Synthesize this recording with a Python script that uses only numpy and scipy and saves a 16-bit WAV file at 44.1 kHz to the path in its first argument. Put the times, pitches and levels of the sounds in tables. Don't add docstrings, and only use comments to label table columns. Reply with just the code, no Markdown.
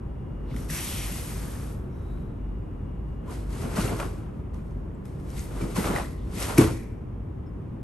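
import sys
import numpy as np
from scipy import signal
from scipy.fft import rfft, irfft, next_fast_len
from scipy.io import wavfile
from scipy.ndimage import uniform_filter1d

SR = 44100
rng = np.random.default_rng(int(sys.argv[2]) if len(sys.argv) > 2 else 0)


def wav_out(sig):
    wavfile.write(sys.argv[1], SR, np.round(np.clip(np.atleast_2d(sig).T, -1, 1) * 32767).astype(np.int16))


def undo_db(level):
    steps = np.asarray(level, float) / 20
    return 10 ** steps


N = 345301


def rms_one(x):
    return x / np.sqrt(np.mean(x ** 2) + 1e-20)


def in_time(rows):
    s, *columns = np.transpose(rows)
    s = np.r_[s[0] - .2, s, s[-1] + .2]
    return [np.interp(np.arange(N) / SR, s, np.r_[-110, c, -110]) for c in columns]


def at_hz(points, hz):
    f, value = np.array(points)[:, 0], np.array(points)[:, 1]
    return np.interp(np.log(hz + 1), np.log(f), value)


def drift(rate):
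    r = np.exp(-80 * np.pi * rate / SR)
    slow = signal.lfilter([1], [1, -2 * r, r * r], rng.standard_normal(N // 40 + 2002))[2000:]
    return np.interp(np.arange(N) / 40, np.arange(len(slow)), rms_one(slow))


def gestures(rows, release_db):
    rise_db, sag_db_per_s = 22, 56
    t, power = np.arange(0, N / SR + .002, .001), 1e-11
    for s, db, rise, hold in rows:
        held = np.clip(t - s, 0, max(hold, 0))
        approach_db = rise_db * np.maximum(s - t, 0) / max(rise, .003)
        decay_db = sag_db_per_s * held + release_db * (np.maximum(t - s, 0) - held)
        power = power + undo_db(2 * (db - approach_db - decay_db))
    return np.interp(np.arange(N) / SR, t, 10 * np.log10(power))


def hollow(hz, width_hz):
    a, b = signal.sosfilt(signal.butter(2, width_hz / 2, fs=SR, output="sos"), rng.standard_normal((2, N)))
    phase = 2 * np.pi * np.cumsum(hz + np.zeros(N)) / SR
    return rms_one(a * np.cos(phase) + b * np.sin(phase))


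# f/Hz, coherence/1
FIELD_COHERENCE = [(40, .997), (130, 0.97), (270, 0.64), (590, 0.015), (1260, 0.14), (2700, 0.36),
                   (5800, 0.51),
                   (7500, .85), (8600, .97), (9700, .996), (10800, .996), (11900, .92), (20000, .88)]


def spread(pair, gain, near=0):
    size = next_fast_len(pair.shape[1])
    hz = np.arange(size // 2 + 1) * SR / size
    mid, side = rfft(pair, size) * gain(hz)
    alike = np.clip(at_hz(FIELD_COHERENCE, hz), 0, 1)
    alike = alike + np.clip(near, 0, 1) * (1 - alike) * (hz < 7500)
    mid, side = np.sqrt(1 + alike) * mid, np.sqrt(1 - alike) * side
    return irfft([mid + side, mid - side], size)[:, :pair.shape[1]]


def rubbing(spectrum, per_s, uneven_db, flicker_db, flicker_rate):
    slips = (rng.random((2, N)) < per_s / SR) * rng.choice([-1, 1], (2, N))
    slips = slips * undo_db(uneven_db * np.minimum(rng.exponential(1, (2, N)), 4))
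    slips = slips * undo_db(flicker_db * drift(flicker_rate))

    def colour(hz):
        inside = (hz > spectrum[0][0]) & (hz < spectrum[-1][0])
        return undo_db(at_hz(spectrum, hz)) * inside

    return rms_one(spread(slips, colour, near=0.35))


# f/Hz, density/dB
AIR_SPECTRUM = [(35, -19.5), (60, -3), (80, -5.5), (133, -8.5), (309, -17.5), (400, -20), (436, -24),
                (475, -24), (683, -31.5), (1050, -33), (1540, -42.5), (2810, -52), (3700, -60),
                (4810, -100), (8140, -120)]
# f/Hz, density/dB
RUMBLE_SPECTRUM = [(14, -22.5), (24, -9), (34, 3), (44, -16), (60, -46.5)]
# f/Hz, frequency wander/Hz
DUCT_BOOM = (49, 1.73)
# t/s, level/dB
AIR_SURGES = [(.06, -30.5), (.42, -29), (.65, -28.5), (1.05, -28), (1.38, -27), (1.68, -30.5),
              (2.15, -28.5), (2.48, -26.5), (2.85, -32.5), (3.07, -26), (3.48, -26), (3.84, -26.5),
              (4.05, -29), (4.26, -33.5), (4.57, -32), (4.77, -28.5), (5.3, -31.5), (5.58, -26),
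              (5.9, -26.5), (6.19, -30), (6.65, -28), (6.9, -32), (7.15, -32), (7.5, -37), (7.83, -43)]
# t/s, level/dB
FAN_WHISTLE = [(0, -75), (.3, -73), (.6, -68), (.8, -80), (2.3, -92), (2.42, -74), (2.8, -72), (3.2, -73),
               (3.4, -100), (7.83, -100)]


def ventilation():
    air = rms_one(spread(rng.standard_normal((2, N)), lambda hz: undo_db(at_hz(AIR_SPECTRUM, hz))))
    air_db = -35 + 0.26 + 0.193 * drift(0.59)
    rumble = rms_one(spread(rng.standard_normal((2, N)),
                            lambda hz: undo_db(at_hz(RUMBLE_SPECTRUM, hz)) * (hz > 12) * (hz < 60)))
    boom_hz, wander_hz = DUCT_BOOM
    boom = np.sin(2 * np.pi * np.cumsum(boom_hz + wander_hz * drift(2.77)) / SR)
    surge_rise_s, surge_hold_s = 0.27, 0.0616
    surges = [(s, db, surge_rise_s, surge_hold_s) for s, db in AIR_SURGES]
    boom_db = gestures(surges, release_db=72.5) - 2.0
    phase = 2 * np.pi * np.cumsum(2850 + 4.8 * drift(9)) / SR
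    whistle = undo_db(in_time(FAN_WHISTLE)[0] + 1.8 * drift(12)) * np.sin(phase)
    return undo_db(air_db) * air + undo_db(boom_db) * boom + whistle + undo_db(-57) * rumble


# t/s, level/dB, hold/s, f/Hz, width/Hz
SOFT_RUSTLES = [(0.507, -57, .05, 2900, 2600), (1.93, -76, .1, 5800, 900), (5.406, -52, .04, 10500, 4000),
                (5.81, -45, .035, 10500, 4000), (6.19, -65.5, .1, 3500, 1600), (6.76, -53, .05, 1900, 600)]


def rustles():
    out, rise_s = 0, .06
    for s, db, hold, hz, width in SOFT_RUSTLES:
        band = signal.butter(2, [hz - width / 2, hz + width / 2], "band", fs=SR, output="sos")
        mid, side = rms_one(signal.sosfilt(band, rng.standard_normal((2, N))))
        apart = .5 * min(1, 2500 / hz) ** 1.5
        level_db = gestures([(s, db, rise_s, hold)], release_db=108)
        out = out + undo_db(level_db) * (mid + apart * side * [[1], [-1]])
    return out


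# t/s, level/dB
SOLE_SPEED = [
    [(0.4, -87), (0.47, -77), (0.512, -69), (0.557, -60), (0.566, -54), (0.646, -54.5), (0.68, -59)],
    [(0.703, -40), (0.771, -37.5), (0.95, -40), (1.051, -41), (1.151, -42), (1.563, -51.5), (1.701, -55.5),
     (1.891, -78)],
    [(2.055, -71.5), (2.2, -73), (2.5, -98), (2.6, -102)],
]
# f/Hz, density/dB
SOLE_SPECTRUM = [(880, -7.5), (1500, -10), (2110, -7), (3540, -9.5), (3880, -10), (5800, -9), (7520, -8.5),
                 (8840, -7), (10100, -3.5), (11500, -2.5), (12800, -20), (16600, -39.5), (22000, -120)]
# f/Hz, density/dB
FOLD_SPECTRUM = [(300, 4), (600, 4), (1000, 2), (1400, 0.5), (2000, -11), (3000, -13), (4500, -27.5)]
# f/Hz, density/dB
PUSH_SPECTRUM = [(60, 0.5), (120, 4.5), (250, 1), (420, -2), (700, -16.5)]
# t/s, level/dB, rise/s, hold/s, f/Hz, width/Hz
HEEL_TWIST = (2.12, -71, .4, .2, 3850, 300)
# t/s, f/Hz, level re hiss/dB, toe gap level/dB
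ARCH_HOLLOW = [(.68, 1980, -10, 1), (.78, 2196, -9, 3), (0.901, 3096, -8, -4), (1.0, 2710, -5, 4),
               (1.1, 2490, -9, -10), (1.22, 2200, -12.5, -4), (1.4, 1497, -6.5, -7), (1.55, 1302, -4, -15),
               (1.8, 1410, -12, -17)]


def slide():
    hiss_db, = in_time(sum(SOLE_SPEED, []))
    swing_db = hiss_db - hiss_db.max()
    stop_db = np.minimum(hiss_db + 85, 0)
    hiss = undo_db(hiss_db + 2.5) * rubbing(SOLE_SPECTRUM, per_s=19000, uneven_db=2.5, flicker_db=0.5, flicker_rate=15)

    scuff_db = -47.5 + 0.31 * swing_db + stop_db
    scuff = undo_db(scuff_db) * rubbing(FOLD_SPECTRUM, per_s=8000, uneven_db=7.0, flicker_db=1.0, flicker_rate=20)
    give_db = -45.5 + 0.026 * swing_db + stop_db
    give = undo_db(give_db) * rubbing(PUSH_SPECTRUM, per_s=1400, uneven_db=-1.0, flicker_db=1.5, flicker_rate=8.4)

    *gesture, hz, width = HEEL_TWIST
    band = signal.butter(2, [hz - width / 2, hz + width / 2], "band", fs=SR, output="sos")
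    heel = undo_db(gestures([gesture], release_db=90)) * rms_one(signal.sosfilt(band, rng.standard_normal(N)))

    s, arch_hz, arch_db, toes_db = np.transpose(ARCH_HOLLOW)
    t = np.arange(N) / SR
    arch_level = undo_db(np.interp(t, s, arch_db) + 1.0 * drift(15))
    arch = arch_level * hollow(np.interp(t, s, arch_hz), width_hz=1300)
    toes_level = undo_db(-12 + np.interp(t, s, toes_db) + 1.6 * drift(9))
    toes = toes_level * hollow(5800, width_hz=520)
    return hiss + undo_db(hiss_db + 1.5) * (arch + toes) + scuff + give + heel


# t/s, peak level/dB, f/Hz, T60/s
FOOTFALLS = [(0.52, -25, 141.3, 0.16), (0.55, -27.5, 242.5, 0.11), (0.579, -31, 111, 0.067),
             (0.702, -24.5, 156, 0.15), (3.644, -19, 136, 0.1), (3.7839, -7.5, 194, 0.062),
             (3.784, -25, 252, 0.032), (3.809, -25, 109, 0.17), (5.604, -25.5, 410, 0.087),
             (5.614, -22, 260, 0.078), (5.628, -12.5, 168, 0.054), (5.645, -23, 200, 0.04),
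             (5.648, -27, 342, .06), (5.778, -14.5, 205, 0.12), (5.896, -13, 200, 0.034)]


def steps():
    out, t = np.zeros(N), np.arange(SR * 6 // 10) / SR
    sink = 1 - np.exp(-(t / 0.0045) ** 2)
    for s, db, hz, t60 in FOOTFALLS:
        i = round(s * SR)
        out[i:i + len(t)] += undo_db(db - 60 * t / t60) * np.sin(2 * np.pi * hz * t) * sink
    return out


# t/s, peak level/dB
HEAVY_STOMP = (6.5803, -0.5)
# f/Hz, level/dB, T60/s
FLOOR_MODES = [(82.3, -17.5, 1), (111, -15, 0.94), (131.2, 2.5, 0.16), (198, -15, 0.38), (227, -15, 0.18),
               (242, -3.5, 0.19), (285.6, -5, 0.07), (303, 5.5, 0.11), (321.6, 2, 0.08),
               (330.5, -7.5, 0.44), (390, -1.5, 0.11), (432, -8.5, 0.21)]


def stomp():
    out, t = np.zeros(N), np.arange(SR * 6 // 10) / SR
    modes = 0
    for hz, db, t60 in FLOOR_MODES:
        phase = rng.uniform(0, 0.33)
        modes = modes + undo_db(db - 60 * t / t60) * np.sin(2 * np.pi * hz * t + phase)
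    thud = -modes * (1 - np.exp(-(t / 0.007) ** 2))
    s, peak_db = HEAVY_STOMP
    i = round(s * SR)
    out[i:i + len(t)] += undo_db(peak_db) * thud / np.abs(thud).max()
    return out


# time of full speed t/s, swish level/dB, rise/s, hold/s
LIMB_MOVES = [(3.087, -79, .1, 0.17), (3.311, -50.5, 0.053, 0.071), (3.418, -67, 0.062, 0.032),
              (3.531, -51, 0.069, 0.077), (3.622, -46.5, 0.14, .03), (3.72, -49, .12, .04),
              (3.773, -40, 0.056, .01), (3.803, -37.5, 0.058, 0.086), (3.914, -61, 0.12, .02),
              (4.005, -45.5, 0.16, 0.021), (4.15, -62.5, 0.099, 0.081), (4.36, -74.5, .1, 0.027),
              (4.54, -64, 0.014, .005), (4.666, -72.5, .1, 0.36), (5.054, -61, .012, .005),
              (5.16, -71, 0.12, .12), (5.318, -57, 0.23, .03), (5.38, -45.5, 0.071, 0.018),
              (5.567, -51.5, 0.18, 0.054), (5.617, -48.5, .05, .005), (5.717, -50, 0.17, .04),
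              (5.764, -37, 0.023, 0.075), (5.857, -40.5, 0.034, 0.087), (5.964, -41, 0.065, 0.012),
              (6.1, -68, .06, .08), (6.24, -67, .2, .05), (6.35, -46.5, 0.028, 0.036),
              (6.42, -33.5, 0.096, 0.0092), (6.49, -43, 0.15, 0.079), (6.584, -29.5, 0.019, 0.0035)]
# time of widest swing t/s, level/dB, rise/s, hold/s
FOLD_FLAPS = [(3.3, -46, 0.11, 0.21), (3.53, -49.5, 0.1, .06), (3.645, -40, 0.18, 0.011),
              (3.72, -42, 0.086, .04), (3.77, -34, 0.031, 0.058), (3.92, -36, 0.41, 0.013),
              (4.0, -35, 0.036, 0.03), (4.2, -51, 0.15, 0.28), (4.544, -53, 0.026, 0.05),
              (5.058, -70, .02, .01), (5.36, -51, 0.4, 0.071), (5.61, -40.5, 0.22, 0.039),
              (5.72, -46, 0.16, .03), (5.764, -32.5, 0.027, 0.046), (5.85, -29.5, 0.075, 0.082),
              (5.96, -29, 0.15, 0.014), (6.41, -36.5, 0.13, 0.054), (6.495, -33, 0.1, 0.041),
              (6.586, -24.5, 0.021, 0.02), (6.625, -27.5, 0.043, 0.01)]
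# f/Hz, density/dB
WEAVE_SPECTRUM = [(1200, -17), (2000, 7.5), (3000, 1), (4500, 1), (7000, 0.5), (9500, 2.5), (11500, 4.5),
                  (12500, -17), (16000, -20)]


def swish():
    weave_db = gestures(LIMB_MOVES, release_db=121)
    fold_db = gestures(FOLD_FLAPS, release_db=177)
    push_db = fold_db - 5.5 + (1 - 0.5) * np.clip(fold_db.max() - fold_db, 0, 40)
    puff_db, puff_rise_s, puff_hold_s = -14, 0.0092, 0.022
    feet = [(s, db + puff_db, puff_rise_s, puff_hold_s) for s, db, *_ in FOOTFALLS + [HEAVY_STOMP]]
    push_db = 10 * np.log10(undo_db(2 * push_db) + undo_db(2 * gestures(feet, release_db=153)))
    push_db = np.minimum(push_db, -29.5)
    weave = rubbing(WEAVE_SPECTRUM, per_s=15000, uneven_db=3.0, flicker_db=.7, flicker_rate=45)
    folds = rubbing(FOLD_SPECTRUM, per_s=3000, uneven_db=2.5, flicker_db=1.5, flicker_rate=25)
    push = rubbing(PUSH_SPECTRUM, per_s=1500, uneven_db=1.5, flicker_db=3.0, flicker_rate=16)
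    return undo_db(weave_db + 1.2) * weave + undo_db(fold_db) * folds + undo_db(push_db) * push


# t/s, crackle peak level/dB, fold f/Hz, length/s, pop
# level/dB
CLOTH_SNAPS = [(0.564, -35, 2060, 0.0043, -39.5), (0.699, -42, 2020, 0.006, -35),
               (3.277, -52, 975, 0.04, -42.5), (3.505, -43, 1720, .008, -55), (3.758, -35, 4380, .012, -41),
               (3.801, -35, 1370, .012, -36), (3.99, -36, 6300, 0.0044, -46),
               (4.0005, -27.5, 2450, 0.0071, -35.5), (5.303, -42, 5720, .004, -50),
               (5.393, -35, 6500, .006, -41), (5.612, -48, 2330, 0.017, -40.5),
               (5.762, -55, 957, 0.017, -30.5), (5.842, -34, 1350, 0.0091, -31),
               (5.9612, -31, 1950, 0.006, -23.5), (6.048, -49.5, 1870, .004, -38),
               (6.426, -29, 5500, .02, -50), (6.5777, -22.5, 2250, 0.0026, -20.5),
               (6.581, -18, 2370, 0.0037, -18.5), (6.5808, -33.5, 5800, 0.0094, -27),
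               (.508, -58, 2300, .004, -58), (.545, -50, 1210, .004, -50),
                  (4.544, -50, 5970, 0.0036, -56), (4.709, -62, 6000, .004, -64),
                  (4.946, -73, 7640, .015, -66), (5.055, -42, 1750, .006, -54),
                  (5.199, -54, 2130, .008, -62), (7.461, -85, 5230, .04, -69)]
# t/s, fold f/Hz, length/s, level/dB
FOLD_POPS = [(.512, 2150, 0.0067, -49), (0.54, 1260, 0.011, -44), (0.57, 1260, .008, -49),
             (3.761, 5800, .012, -42.5), (3.763, 1900, .015, -39), (3.8, 2850, .015, -41),
             (3.812, 4300, .007, -40), (3.878, 2680, .008, -38), (3.921, 1300, 0.01, -38),
             (3.939, 1050, .012, -38), (3.764, 1375, .012, -42), (3.784, 1250, .012, -43),
             (3.813, 1390, .016, -36), (3.862, 1310, .012, -37), (3.893, 2150, .01, -38),
             (4.003, 860, 0.014, -37), (4.042, 1010, 0.013, -42), (3.91, 713, 0.041, -37),
             (3.994, 1370, 0.021, -42), (4.013, 1128, 0.028, -38), (4.01, 1370, 0.013, -36),
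             (5.758, 2700, 0.0096, -48), (5.772, 830, .012, -41), (5.792, 2020, 0.015, -37),
             (5.841, 2200, .012, -36.5), (5.86, 1250, .012, -33), (5.872, 1100, .009, -33.5),
             (5.885, 1090, .02, -40.5), (5.929, 2090, 0.014, -39.5), (5.976, 1814, 0.0097, -33),
             (5.911, 608, 0.022, -32.5), (5.961, 912, 0.0062, -30.5), (6.005, 997, 0.018, -38),
             (6.061, 1990, 0.0073, -50), (6.581, 11300, 0.0047, -19), (6.596, 2050, 0.005, -27)]


def snaps():
    out, t = np.zeros(N), np.arange(SR // 16) / SR
    crackle_under_pop_db = -10.5
    pops = [(s, db + crackle_under_pop_db, hz, length, db) for s, hz, length, db in FOLD_POPS]
    crackle_band = signal.butter(2, [1200, 12500], "band", fs=SR, output="sos")
    for s, crackle_db, hz, length, pop_db in CLOTH_SNAPS + pops:
        fine, flutter = rng.standard_normal((2, len(t)))
        shape = t / max(length, 1e-3)
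        crackle = signal.sosfilt(crackle_band, fine * np.exp(-3.0 * shape))
        wobble = rms_one(signal.sosfilt(signal.butter(1, hz * 0.26, fs=SR, output="sos"), flutter))
        flutter_depth = min(0.34 / np.sqrt(hz * length), .09)
        pitch = hz * (1.03 - 0.065 * np.minimum(shape, 1) + flutter_depth * wobble)
        swell = shape * np.exp(1 - shape * 4) * 4
        pop = np.sin(2 * np.pi * np.cumsum(pitch) / SR) * swell
        i = round(s * SR)
        out[i:i + len(t)] += undo_db(crackle_db) * crackle / np.abs(crackle).max() + undo_db(pop_db) * pop
    return out


# f/Hz, T60/s
REVERBERATION = [(100, 0.14), (500, 0.93), (3000, 0.85), (7000, 0.33), (12000, 0.3)]


def hall(x):
    t, tail = np.arange(SR * 7 // 10) / SR, 0
    white = rng.standard_normal((2, len(t)))
    onset = np.clip((t - .003) / 0.0029, 0, 1)
    for hz in 70 * 2. ** np.arange(8):
        octave = signal.butter(2, [hz / 2 ** .5, hz * 2 ** .5], "band", fs=SR, output="sos")
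        tail = tail + signal.sosfilt(octave, white) * undo_db(-60 * t / at_hz(REVERBERATION, hz)) * onset
    tail = spread(tail, np.ones_like)
    tail = tail / np.sqrt(np.mean(np.sum(tail ** 2, axis=1)))
    return signal.fftconvolve(x[None], tail, axes=1)[:, :N]


def scene():
    cracks, thuds = snaps(), steps() + stomp()
    hits = cracks + thuds + undo_db(-13.5) * hall(cracks + undo_db(-3.0) * thuds)
    return ventilation() + slide() + swish() + hits + rustles()


# f/Hz, density/dB
HISS_SPECTRUM = [(2290, -51), (3900, -6), (4830, -7), (8010, -9.5), (10300, -4.5), (12800, -11),
                 (16600, -41.5), (22000, -120)]
# f/Hz, left lead/rad, left-right level/dB, common level/dB
PORT_RESPONSE = [(0, 0, .2, 0), (300, .15, .9, 0), (1200, 0, .4, 0), (2700, .7, 1.5, 0), (4500, .6, 4.2, 0),
                 (7600, .9, 1, 0), (8250, .65, 0, 0), (8650, 0, 0, 0), (9300, -1.4, 0, 0),
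                 (10250, -3.14, 0, 1), (11000, -4.5, 0, 1), (12000, -5.9, 0, 0), (12700, -6.3, 0, -1),
                 (13300, -6.7, 0, -8), (14000, -6.7, 0, -26), (14400, -6.3, 0, -50), (22050, -6.3, 0, -50)]


def microphone(dry):
    hiss = rms_one(spread(rng.standard_normal((2, N)), lambda hz: undo_db(at_hz(HISS_SPECTRUM, hz))))
    size = next_fast_len(N)
    hz = np.arange(size // 2 + 1) * SR / size
    port_hz, *columns = np.transpose(PORT_RESPONSE)
    lead, pan_db, common_db = [np.interp(hz, port_hz, c) for c in columns]
    side = np.array([[.5], [-.5]])
    ports = np.exp(1j * lead * side) * undo_db(common_db + pan_db * side)
    return irfft(rfft(dry + undo_db(-79.5 + 3.0) * hiss, size) * ports, size)[:, :N]


def gain_control(x):
    over_db = np.maximum(20 * np.log10(uniform_filter1d(np.abs(x).mean(axis=0), size=441) + 1e-9) + 22, 0)
    back = 0.6 * np.arange(N) / SR
    duck_db = np.maximum(np.maximum.accumulate(0.12 * over_db + back) - back, 0)
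    r = np.exp(-1 / (.08 * SR))
    return x * undo_db(-signal.lfilter([1 - r], [1, -r], duck_db))


def treble_gate(x):
    first, width, count = 432, 16, 24
    weak_db, follows, memory = -5.5, .65, .3
    z = signal.stft([x[0] + x[1], x[0] - x[1]], nperseg=2048, window="cosine")[2]
    top = z[:, first:first + width * count]
    power = np.mean(np.abs(top.reshape(2, count, width, -1)) ** 2, axis=2)
    level_db = 10 * np.log10(power + 1e-20)
    bright_db = level_db[0, 5:8].mean(axis=0)
    quiet_db = np.percentile(bright_db, 10)
    swing_db = signal.lfilter([1 - memory], [1, -memory], bright_db - quiet_db)
    strong = level_db > quiet_db + weak_db + follows * swing_db
    keep = np.ones(z.shape)
    keep[:, first:first + width * count] = np.repeat(strong, width, axis=1)
    mid, side = signal.istft(z * keep, nperseg=2048, window="cosine")[1][:, :N]
    return np.array([mid + side, mid - side]) / 2


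# t/s, level/dB, length/s
SHEEN_PATCHES = [(.695, -67, .04), (1.215, -65, .04), (3.768, -67, .03), (5.765, -64, .035),
                 (6.355, -74, .025), (6.5773, -52, .002), (6.58, -56, .003)]
# lower f/Hz, upper f/Hz
SHEEN_BAND = (14700, 15600)


def sheen():
    t, gate = np.arange(N) / SR, 0
    for s, db, length in SHEEN_PATCHES:
        edge = np.minimum(t - s, s + length - t) / (.25 * length)
        gate = gate + undo_db(db) * np.clip(edge + .5, 0, 1)
    band = signal.butter(6, SHEEN_BAND, "band", fs=SR, output="sos")
    return gate * rms_one(signal.sosfilt(band, rng.standard_normal(N)))


def band_limit(x):
    return signal.sosfilt(signal.butter(12, 16300, fs=SR, output="sos"), x)


def record(dry):
    x = gain_control(microphone(dry))
    return band_limit(np.clip(treble_gate(x) + sheen(), -1, 1))


dry = scene()
out = record(dry)
wav_out(out)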